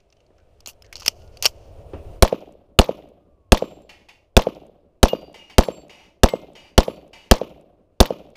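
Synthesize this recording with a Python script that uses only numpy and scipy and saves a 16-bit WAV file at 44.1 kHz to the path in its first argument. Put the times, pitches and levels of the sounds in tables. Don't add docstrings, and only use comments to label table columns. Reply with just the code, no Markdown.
import sys
import numpy as np
from scipy import signal
from scipy.fft import rfft, irfft
from scipy.io import wavfile
from scipy.ndimage import uniform_filter1d

SR = 44100
rng = np.random.default_rng(int(sys.argv[2]) if len(sys.argv) > 2 else 0)


def to_wav(sig):
    pcm = np.clip(np.atleast_2d(sig), -1, 1) * 32767
    pcm = np.round(pcm).astype(np.int16)
    wavfile.write(sys.argv[1], SR, pcm.T)


def rack_gain(trim_db):
    fader = np.asarray(trim_db, float)
    return 10 ** (fader / 20)


N = 368676
TIME = np.arange(N) / SR


def unit(x):
    return x / np.sqrt(np.mean(x ** 2))


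def colour(x, points):
    hz, db = np.transpose(points)
    log_hz = np.log(np.arange(len(x) // 2 + 1) * SR / len(x) + 1)
    gain = rack_gain(np.interp(log_hz, np.log(hz), db))
    return unit(irfft(rfft(x) * gain, len(x)))


def band(x, hz, width):
    r = np.exp(-np.pi * width / SR)
    return signal.lfilter([1 - r, 0, r - 1], [1, -2 * r * np.cos(2 * np.pi * hz / SR), r * r], x)


def fade(t, t60):
    return (t >= 0) * np.exp(-np.log(1000) * np.clip(t, 0, None) / t60)


def walk(rate):
    k = int(SR / rate)
    steps = np.repeat(rng.standard_normal(N // k + 1), k)
    return 1.3 * uniform_filter1d(uniform_filter1d(steps, k), k)[:N]


def add(out, s, x):
    k = max(int(s * SR), 0)
    out[k:k + len(x)] += x[:len(out) - k]


# level in dB at the start, share of the gain creep, level in dB once ducked.
LAYERS = [
    (-64, 0.97, -61.5),
    (-66.5, 0.92, -68),
    (-78, 0.63, -85),
]


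def layer_levels():
    creep_db_per_s, duck_start_s, duck_end_s = 11, 2.16, 2.3
    creep_db = creep_db_per_s * duck_start_s
    times = [0, duck_start_s, duck_end_s]
    return [np.interp(TIME, times, [db, db + share * creep_db, ducked_db]) for db, share, ducked_db in LAYERS]


# frequency in Hz, level in dB per Hz.
WIND = [(15, 1), (35, -2), (65, 0.5), (100, -1), (150, -23), (250, -55.5)]
# time in seconds, extra wind in dB.
GUSTS = [(0, -2.5), (.67, 1.5), (.84, 1.5), (1.29, 5.5), (1.68, 1), (2.0, 3), (3.4, 0.5), (4.3, -0.5),
         (8.36, -2.5)]


def wind(level_db):
    gust_db = np.interp(TIME, *np.transpose(GUSTS))
    return colour(rng.standard_normal(N), WIND) * rack_gain(level_db + gust_db + 1.6 * walk(9.3))


# frequency in Hz, level in dB per Hz.
RUMBLE = [(76, -31.5), (130, -2.5), (258, -11), (377, -3.5), (638, -1.5), (698, -4.5), (810, -15),
          (913, -15), (1400, -29), (1820, -55.5), (3080, -120)]


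def rumble(level_db):
    return colour(rng.standard_normal(N), RUMBLE) * rack_gain(level_db + walk(3.7))


# frequency in Hz, level in dB per Hz.
HISS = [(700, -30), (1200, -1.5), (1900, -7), (2700, -2), (3600, -9), (5000, -12), (8000, -17),
        (16000, -34)]


def hiss(level_db):
    return colour(rng.standard_normal(N), HISS) * rack_gain(level_db + walk(36))


# frequency in Hz, width in Hz, level in dB over the rumble.
INSECTS = [(9545, 40, -33), (14277, 50, -36)]


def insects(rumble_db):
    songs = sum(rack_gain(db) * unit(band(rng.standard_normal(N), hz, width)) for hz, width, db in INSECTS)
    return songs * rack_gain(rumble_db)


# time in seconds, pitch in Hz, level in dB.
RICOCHET = [(3.2, 1244, -80), (3.25, 1214, -75), (3.5, 1068, -73), (3.52, 1040, -104.5)]


def ricochet():
    s, hz, db = np.transpose(RICOCHET)
    phase = 2 * np.pi * np.cumsum(np.interp(TIME, s, hz)) / SR
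    return rack_gain(np.interp(TIME, s, db, -140, -140)) * np.sin(phase)


def air():
    wind_db, rumble_db, hiss_db = layer_levels()
    return wind(wind_db) + rumble(rumble_db) + hiss(hiss_db) + insects(rumble_db) + ricochet()


# start in seconds, level in dB, pitch in Hz, decay t60 in seconds.
KNOCKS = [(0.304, -57, 350, 0.098), (0.386, -66, 1460, 0.17), (0.676, -44, 570, 0.02),
          (0.676, -53, 250, .05), (0.838, -65, 1680, 0.46), (1.079, -38, 507, 0.059), (1.08, -45, 241, .04),
          (1.455, -28, 438, 0.076), (1.456, -41, 231, .04), (1.934, -32, 380, 0.046),
          (1.936, -33.5, 79.9, 0.2), (1.937, -40.5, 170, .1), (1.934, -57, 2610, 0.54)]


def knocks():
    out, t = np.zeros(N), np.arange(SR // 2) / SR
    for s, db, hz, t60 in KNOCKS:
        thud = 4 * np.sin(2 * np.pi * hz * t) * fade(t, 9 / hz) * np.clip(t * hz, 0, 1)
        noise = unit(band(band(rng.standard_normal(len(t)), hz, 500), hz, 500))
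        add(out, s, rack_gain(db) * (thud + noise * fade(t, t60)))
    return out


# frequency in Hz, level in dB per Hz.
STEEL = [(180, -61.5), (300, -32), (487, -13), (1190, -7), (1730, -20.5), (2920, 0), (3720, -15.5),
         (4500, -3.5), (6380, -6), (7500, -19), (9750, -52.5), (16500, -120)]
EDGE = [(5000, -30), (7500, -4.5), (11000, -2), (14500, 0), (16500, -17)]
# start in seconds, end in seconds, level in dB, fade t60 in seconds, bright part in dB.
SCRAPES = [(0.674, 0.697, -45, 0.067, -1.5), (0.97, 1.056, -53, 0.059, -14), (1.058, 1.08, -35, 0.11, -13),
           (1.146, 1.233, -63.5, 0.33, -11), (1.315, 1.46, -65.5, .1, -21.5),
           (1.428, 1.466, -29, .04, -13.5), (1.469, 1.476, -39.5, 0.085, -5.5),
           (1.503, 1.678, -68, 0.44, -20)]


def scrapes():
    out = np.zeros(N)
    grit = rng.standard_normal(N) * rack_gain(3 * rng.exponential(size=N) + walk(150))
    body, edge = colour(grit, STEEL), colour(grit, EDGE)
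    for start, end, db, t60, bright_db in SCRAPES:
        rise = np.clip((TIME - start) / (0.09 * t60), 0, 1)
        fall = fade(np.clip(TIME - end, 0, None), t60)
        out += rack_gain(db) * (body + rack_gain(bright_db) * edge) * rise * fall
    return out


# start in seconds, peak in dB, pitch in Hz.
FIDGETS = [(0.0024, -54.5, 2500), (0.1022, -52, 5070), (0.125, -45.5, 2570), (0.1674, -57, 3060),
           (0.204, -53.5, 2920), (0.2644, -56, 4440), (0.3817, -56.5, 1550), (0.4, -60, 2320),
           (0.845, -47, 2230), (1.0205, -35, 1050), (1.2181, -50.5, 1150), (1.2766, -47, 5500)]
# start in seconds, peak in dB, pitch in Hz, bright part in dB.
CLICKS = [(0.6049, -39, 4500, -8), (0.66, -23, 4040, -12), (0.6727, -22, 6800, 0.5),
          (0.688, -36.5, 2300, -20), (0.732, -52, 5700, -12), (0.822, -35.5, 5260, -8),
          (0.855, -50, 4500, -20), (0.8635, -43, 5870, -29), (0.927, -28.5, 2140, -7.5),
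          (0.935, -40, 2200, -20), (0.9425, -46, 2200, -15), (0.9554, -23.5, 4400, -25),
          (0.9622, -34, 4500, -15), (0.9665, -25, 5270, -15), (0.979, -36, 4800, -20),
          (0.988, -40, 4800, -20), (0.9978, -32, 5620, -4), (1.0025, -32, 5500, -8),
          (1.0075, -30, 5560, -12), (1.0215, -37, 5200, -15), (1.0311, -33, 5430, -10),
          (1.049, -32, 5000, -15), (1.0592, -24, 6000, -4), (1.062, -9.5, 5100, -6),
          (1.0705, -24, 5200, -12.5), (1.0798, 2, 5370, -9), (1.371, -32.5, 4600, -12),
          (1.425, -12.5, 6300, 2.5), (1.4315, -21, 4500, -15), (1.4365, -19, 5500, -9.5),
          (1.4458, -9.5, 5170, -14.5), (1.4548, 2.5, 4400, -6), (1.4582, -7.5, 5000, -12),
          (1.4608, 0, 5440, -14.5), (1.4632, -6.5, 5400, -14.5), (1.4682, -12, 5530, -21)]


def clicks():
    out, t = np.zeros(N), np.arange(4000) / SR
    fidget_bright_db = -26
    for s, db, hz, bright_db in [(*row, fidget_bright_db) for row in FIDGETS] + list(CLICKS):
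        t60 = .016 * (4500 / hz) ** 0.78
        noise = rng.standard_normal(len(t))
        ring = 1.29 * colour(noise, STEEL) + unit(band(noise, hz, 310)) + rack_gain(bright_db) * colour(noise, EDGE)
        add(out, s, rack_gain(db - 7.0) * ring * fade(t, t60) * np.clip(t / 0.00065, 0, 1))
    return out


# start in seconds, level in dB, rattle in seconds,
# t60 in seconds while rattling, pitch of this plate as a share of the usual one.
FALLS = [(3.891, -46, 0.17, 0.62, 0.93), (4.085, -49, 0.18, 0.48, 0.95), (5.341, -45.5, 0.18, 0.83, 0.99),
         (5.496, -48, 0.032, 0.84, 0.97), (5.894, -48.5, 0.17, 3.1, 1), (6.551, -48.5, 0.14, 2, 1),
         (7.13, -47, 0.14, 1.56, 1), (8.354, -48, .1, 0.27, 0.96)]
# frequency in Hz, level in dB per Hz.
RACK = [(410, -15.5), (750, 8), (1450, -3.5), (2050, 4), (2850, 6.5), (3350, -1.5), (4050, -6),
        (4600, -2.5), (6900, -9.5), (7400, -16), (14000, -23.5)]
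# frequency in Hz, width in Hz, level in dB.
RACK_MODES = [(895, 25, -9), (2070, 35, -8.5), (2340, 36, -4), (2590, 30, -6), (2910, 25, 0),
              (3170, 33, -9), (3670, 37, -10.5), (4210, 33, -19.5), (4700, 80, -16), (4710, 16, -16),
              (4870, 25, -17.5), (5500, 32, -14.5), (6500, 60, -22), (6660, 48, -20)]


def plate_falls():
    out, t, rattle = np.zeros(N), np.arange(SR) / SR, walk(54)
    for s, db, span, t60, pitch in FALLS:
        k = int(s * SR)
        noise = rng.standard_normal(SR) * rack_gain(0.37 * rattle[k - SR:k])
        modes = 0
        for hz, width, mode_db in RACK_MODES:
            detuned = hz * rng.normal(pitch, .004)
            modes = modes + rack_gain(mode_db) * unit(band(noise, detuned, width)) * fade(t, 3000 / hz)
        clank = colour(noise, RACK) * (0.55 + fade(t, 0.096))
        shape = fade(t, t60) * fade(np.clip(t - span, 0, None), 0.42) * np.clip(t / 0.0035, 0, 1)
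        add(out, s, rack_gain(db) * (clank + 0.55 * modes) * shape)
    return out


# start in seconds, pitch in Hz, level in dB, decay t60 in seconds, time facing in seconds.
RINGS = [(3.592, 7402, -60, 3, .19), (3.81, 7402, -72, 1, .07), (5.083, 2848, -27, .26, .11),
         (5.2, 2848, -59, 2, .15), (5.39, 2848, -45, .7, .12), (5.083, 12070, -44, .25, .15),
         (5.12, 4705, -54, 2.5, .19), (5.36, 5760, -63, 1, .2), (5.636, 7445, -51, .5, .07),
         (5.714, 7445, -51, 1.5, .11), (5.636, 4484, -43, .2, .045), (5.685, 4484, -55, .6, .05),
         (5.75, 4484, -56, 1, .1), (5.636, 10720, -50, .3, .15), (5.636, 12340, -54, .25, .15),
         (5.95, 5750, -63, .7, .2), (6.287, 2116, -36, .25, .1), (6.39, 2116, -60, 1, .1),
         (6.287, 7908, -45, .27, .14), (6.287, 2972, -46, .27, .15), (6.58, 4720, -61, 1.5, .2),
         (6.832, 10650, -53, .45, .15), (6.832, 12350, -50, .25, .15), (6.85, 7450, -61, .8, .13),
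         (6.89, 4500, -60, 1, .15), (7.14, 4600, -60, .8, .2)]
# start in seconds, pitch in Hz, level in dB, decay t60 in seconds, length in seconds.
PARTS = [(1.2, 1430, -64, .7, .2), (0, 400, -65, .9, .2), (.165, 3020, -70, .3, .15),
         (.39, 2350, -72, .36, .2), (.385, 1500, -70, .36, .2)]


def ringing_steel():
    out, t = np.zeros(N), np.arange(SR) / SR
    for s, hz, db, t60, faces in list(RINGS) + list(PARTS):
        swing = 1 + 0.1 * np.sin(2 * np.pi * (rng.uniform(3.0, 13) * t + rng.random()))
        twin_hz = hz + 16 * rng.uniform(0.2, 1.8)
        twin = .15 * np.sin(2 * np.pi * (twin_hz * t + rng.random()))
        swell = 1 - np.exp(-t / (.06 * faces))
        shape = swell * fade(t, t60) * np.exp(-(t / faces) ** 4)
        add(out, s, rack_gain(db) * swing * shape * (np.sin(2 * np.pi * hz * t) + twin))
    return out


# delay in ms, level in dB under the main bank, pitch in Hz, width in Hz.
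BANKS = [(102.5, 0, 465, 420), (108.6, -14, 480, 420), (118.8, -16, 225, 290), (120, -27, 1000, 900),
         (100.8, -15, 160, 250), (98.5, -25, 650, 500), (25.3, -3.5, 680, 850), (30.5, -8, 500, 500)]
RIDGES = [(139, -28.5, 330, 660), (155, -31, 280, 240), (186, -30.5, 450, 600), (189, -33, 645, 350),
          (200, -26, 510, 510), (209, -28.5, 417, 340), (220, -35.5, 490, 710), (250, -33.5, 615, 430),
          (253.6, -28.5, 274, 410), (268, -30.5, 520, 520), (296, -41, 246, 200), (317, -41, 420, 260),
          (328, -32, 450, 380), (393, -40, 440, 420), (464, -46.5, 350, 360)]


def bank_echoes(ms):
    out = 0
    for at, db, hz, width in list(BANKS) + list(RIDGES):
        ring = np.diff(1. * (ms > at), prepend=0)
        for _ in range(4):
            ring = band(ring, hz, width)
        out = out - rack_gain(db) * ring / np.abs(ring).max()
    return out


# frequency in Hz, early level in dB, early t60 in seconds,
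# late level in dB, late t60 in seconds.
TAIL = [(56.7, -25, 0.072, -57, 1.7), (170, -24, 0.18, -49.5, 1.3), (310, -20, 0.16, -48, 1.5),
        (539, -18, 0.17, -44.5, 1.3), (810, -28, 0.32, -77.5, 11), (1420, -29.5, 0.074, -60.5, 0.18),
        (2680, -28, 0.061, -51.5, 0.6), (5596, -32.5, 0.044, -53.5, 0.48), (8150, -37, 0.026, -56, 0.32),
        (13300, -46, 0.078, -58.5, 0.6)]


def scattered_tail(scatter, t):
    out = 0
    for hz, db, t60, late_db, late_t60 in TAIL:
        wait = .04 if hz > 4000 else .1
        late = rack_gain(late_db) * fade(t - wait, late_t60) * np.clip((t - wait) / 0.013, 0, 1)
        noise = scatter
        for _ in range(3):
            noise = band(noise, hz, 0.63 * hz)
        out = out + (rack_gain(db) * fade(t - .012, t60) + late) * unit(noise)
    return out


def crack(t, hz, t60, bright):
    noise = rng.standard_normal(len(t))
    body = unit(band(band(noise, hz, 0.77 * hz), hz, 0.77 * hz))
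    edge = unit(np.diff(noise, prepend=0))
    return fade(t, t60) * (body + bright * edge) / 3.58


# delay in ms, level in dB, decay t60 in ms, pitch in Hz.
TICKS = [(168, -54, 6, 11000), (183, -40, 7, 4500), (235, -40, 8, 2400), (262, -46, 7, 3000),
         (300, -45, 7, 8000)]


def post_ticks(x, t):
    for ms, db, t60, hz in TICKS:
        level = rack_gain(db + 2.2 * rng.standard_normal())
        add(x, ms / 1000, level * crack(t[:1000], hz, t60 / 1000, (hz / 10000) ** 2))


def bullet_hit(x, t, hit_db, lumps):
    hit_s = .0525
    slap = crack(t[:4000], 2000, .022, .4)
    slap = slap + 0.52 * crack(t[:4000], 3200, 0.076, .08) + 0.43 * crack(t[:4000], 750, 0.03, 0)
    add(x, hit_s, rack_gain(hit_db) * slap)
    add(x, hit_s + .0055, rack_gain(hit_db - 4) * crack(t[:4000], 3500, 0.013, 0.79))
    add(x, hit_s, rack_gain(hit_db - 36) * crack(t[:20000], 3400, 0.96, .2) * lumps[:20000])


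# delay in ms, level in dB, decay t60 in ms, pitch in Hz.
CRACKS = [(0, 7, 9, 3000), (.8, 15, 11, 2900), (.4, 10, 18, 1100), (1.2, 8, 12, 5200), (.7, -2, 8, 13000),
          (8, -9, 7, 14000), (7.4, 0, 10, 4500), (7.6, -8, 8, 8500), (11.5, -20, 20, 11000),
          (19.5, -24, 8, 10000), (.3, 2, 10, 8000), (12, -16, 20, 3000), (19, -16, 14, 4500),
          (24.5, -20, 12, 4000), (25.8, -13, 20, 4500), (29, -16, 25, 2600), (35, -27, 60, 1600),
          (36, -25, 70, 2900), (43, -28, 30, 5000), (63, -33, 80, 2200), (70, -32, 30, 4500),
          (97.5, -33, 12, 2200), (101, -27, 45, 2600), (103, -38, 25, 4500), (121, -38, 25, 3500)]


def sharp_arrivals(x, t, treble_db):
    for ms, db, t60, hz in CRACKS:
        level = rack_gain(db + treble_db * (hz > 7999) + 1.9 * rng.standard_normal())
        add(x, ms / 1000, level * crack(t[:2000], hz, t60 / 1000, 0.22 * np.exp(-ms / 60)))


# start in ms, length in ms, size.
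PUSHES = [
    (.35, .55, -1.2),
    (.87, 1.6, 1.2),
    (2.96, 2.46, 2.6),
    (4.6, 3.0, 2.1),
    (7.4, 1.05, 1.8),
    (8.57, 1.48, 2.8),
    (12.97, 1.2, .3),
]


def blast(ms, longer):
    push = 0
    for i, (at, span, size) in enumerate(PUSHES):
        length = span + longer * (i == 3)
        push = push + size * np.sin(np.pi * np.clip((ms - at) / length, 0, 1))
    r = np.exp(-np.pi * 47 / SR)
    push = signal.lfilter([1, -2, 1], [1, -2 * r * np.cos(2 * np.pi * 7.75 / SR), r * r], push)
    return push + .43 * band(push, 533, 51)


# start in seconds, after-flow longer by ms, hit on steel or dirt in dB,
# bank echo in dB, extra treble in dB.
SHOTS = [(2.224, 0.58, -17.5, -5.5, 6), (2.7891, 0.12, -20.5, -7.5, 1.5), (3.5205, 0, -13.5, -8, -1.5),
         (4.367, 0.17, -18, -6, -2.5), (5.0301, 0.043, -13.5, -6, 0.25), (5.5827, 0, -17, -10, -3),
         (6.2341, 0.078, -14, -7.5, -2), (6.779, 0.042, -18.5, -10.5, -3.5), (7.3121, 0, -23.5, -10.5, -2),
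         (8.0034, 0.044, -14, -9, 4)]


def shots():
    out, t = np.zeros(N), np.arange(SR) / SR
    ground, echo = rng.standard_normal(SR), bank_echoes(t * 1000)
    lumps = rack_gain(2 * walk(160)[:SR])
    for s, longer, hit_db, echo_db, treble_db in SHOTS:
        scatter = (ground + .5 * rng.standard_normal(SR)) * lumps
        x = rack_gain(echo_db) * echo
        add(x, 0, blast(t[:8000] * 1000, longer))
        x += scattered_tail(scatter, t)
        sharp_arrivals(x, t, treble_db)
        bullet_hit(x, t, hit_db, lumps)
        post_ticks(x, t)
        add(out, s - .0003, x)
    return out


def scene():
    handling = knocks() + scrapes() + clicks()
    plates = plate_falls() + ringing_steel()
    return (air() + handling + plates + shots())[None]


def top_cut(x):
    return signal.sosfilt(signal.butter(12, 16570, fs=SR, output="sos"), x)


def record(dry):
    clipped = dry / (1 + dry ** 4) ** .25
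    top = signal.ellip(8, .3, 45, 15300, fs=SR, output="sos")
    capped = np.clip(signal.sosfilt(top, clipped), -.925, .925)
    edge = signal.butter(10, 16400, fs=SR, output="sos")
    return top_cut(signal.sosfilt(edge, capped))


dry = scene()
out = record(dry)
to_wav(out)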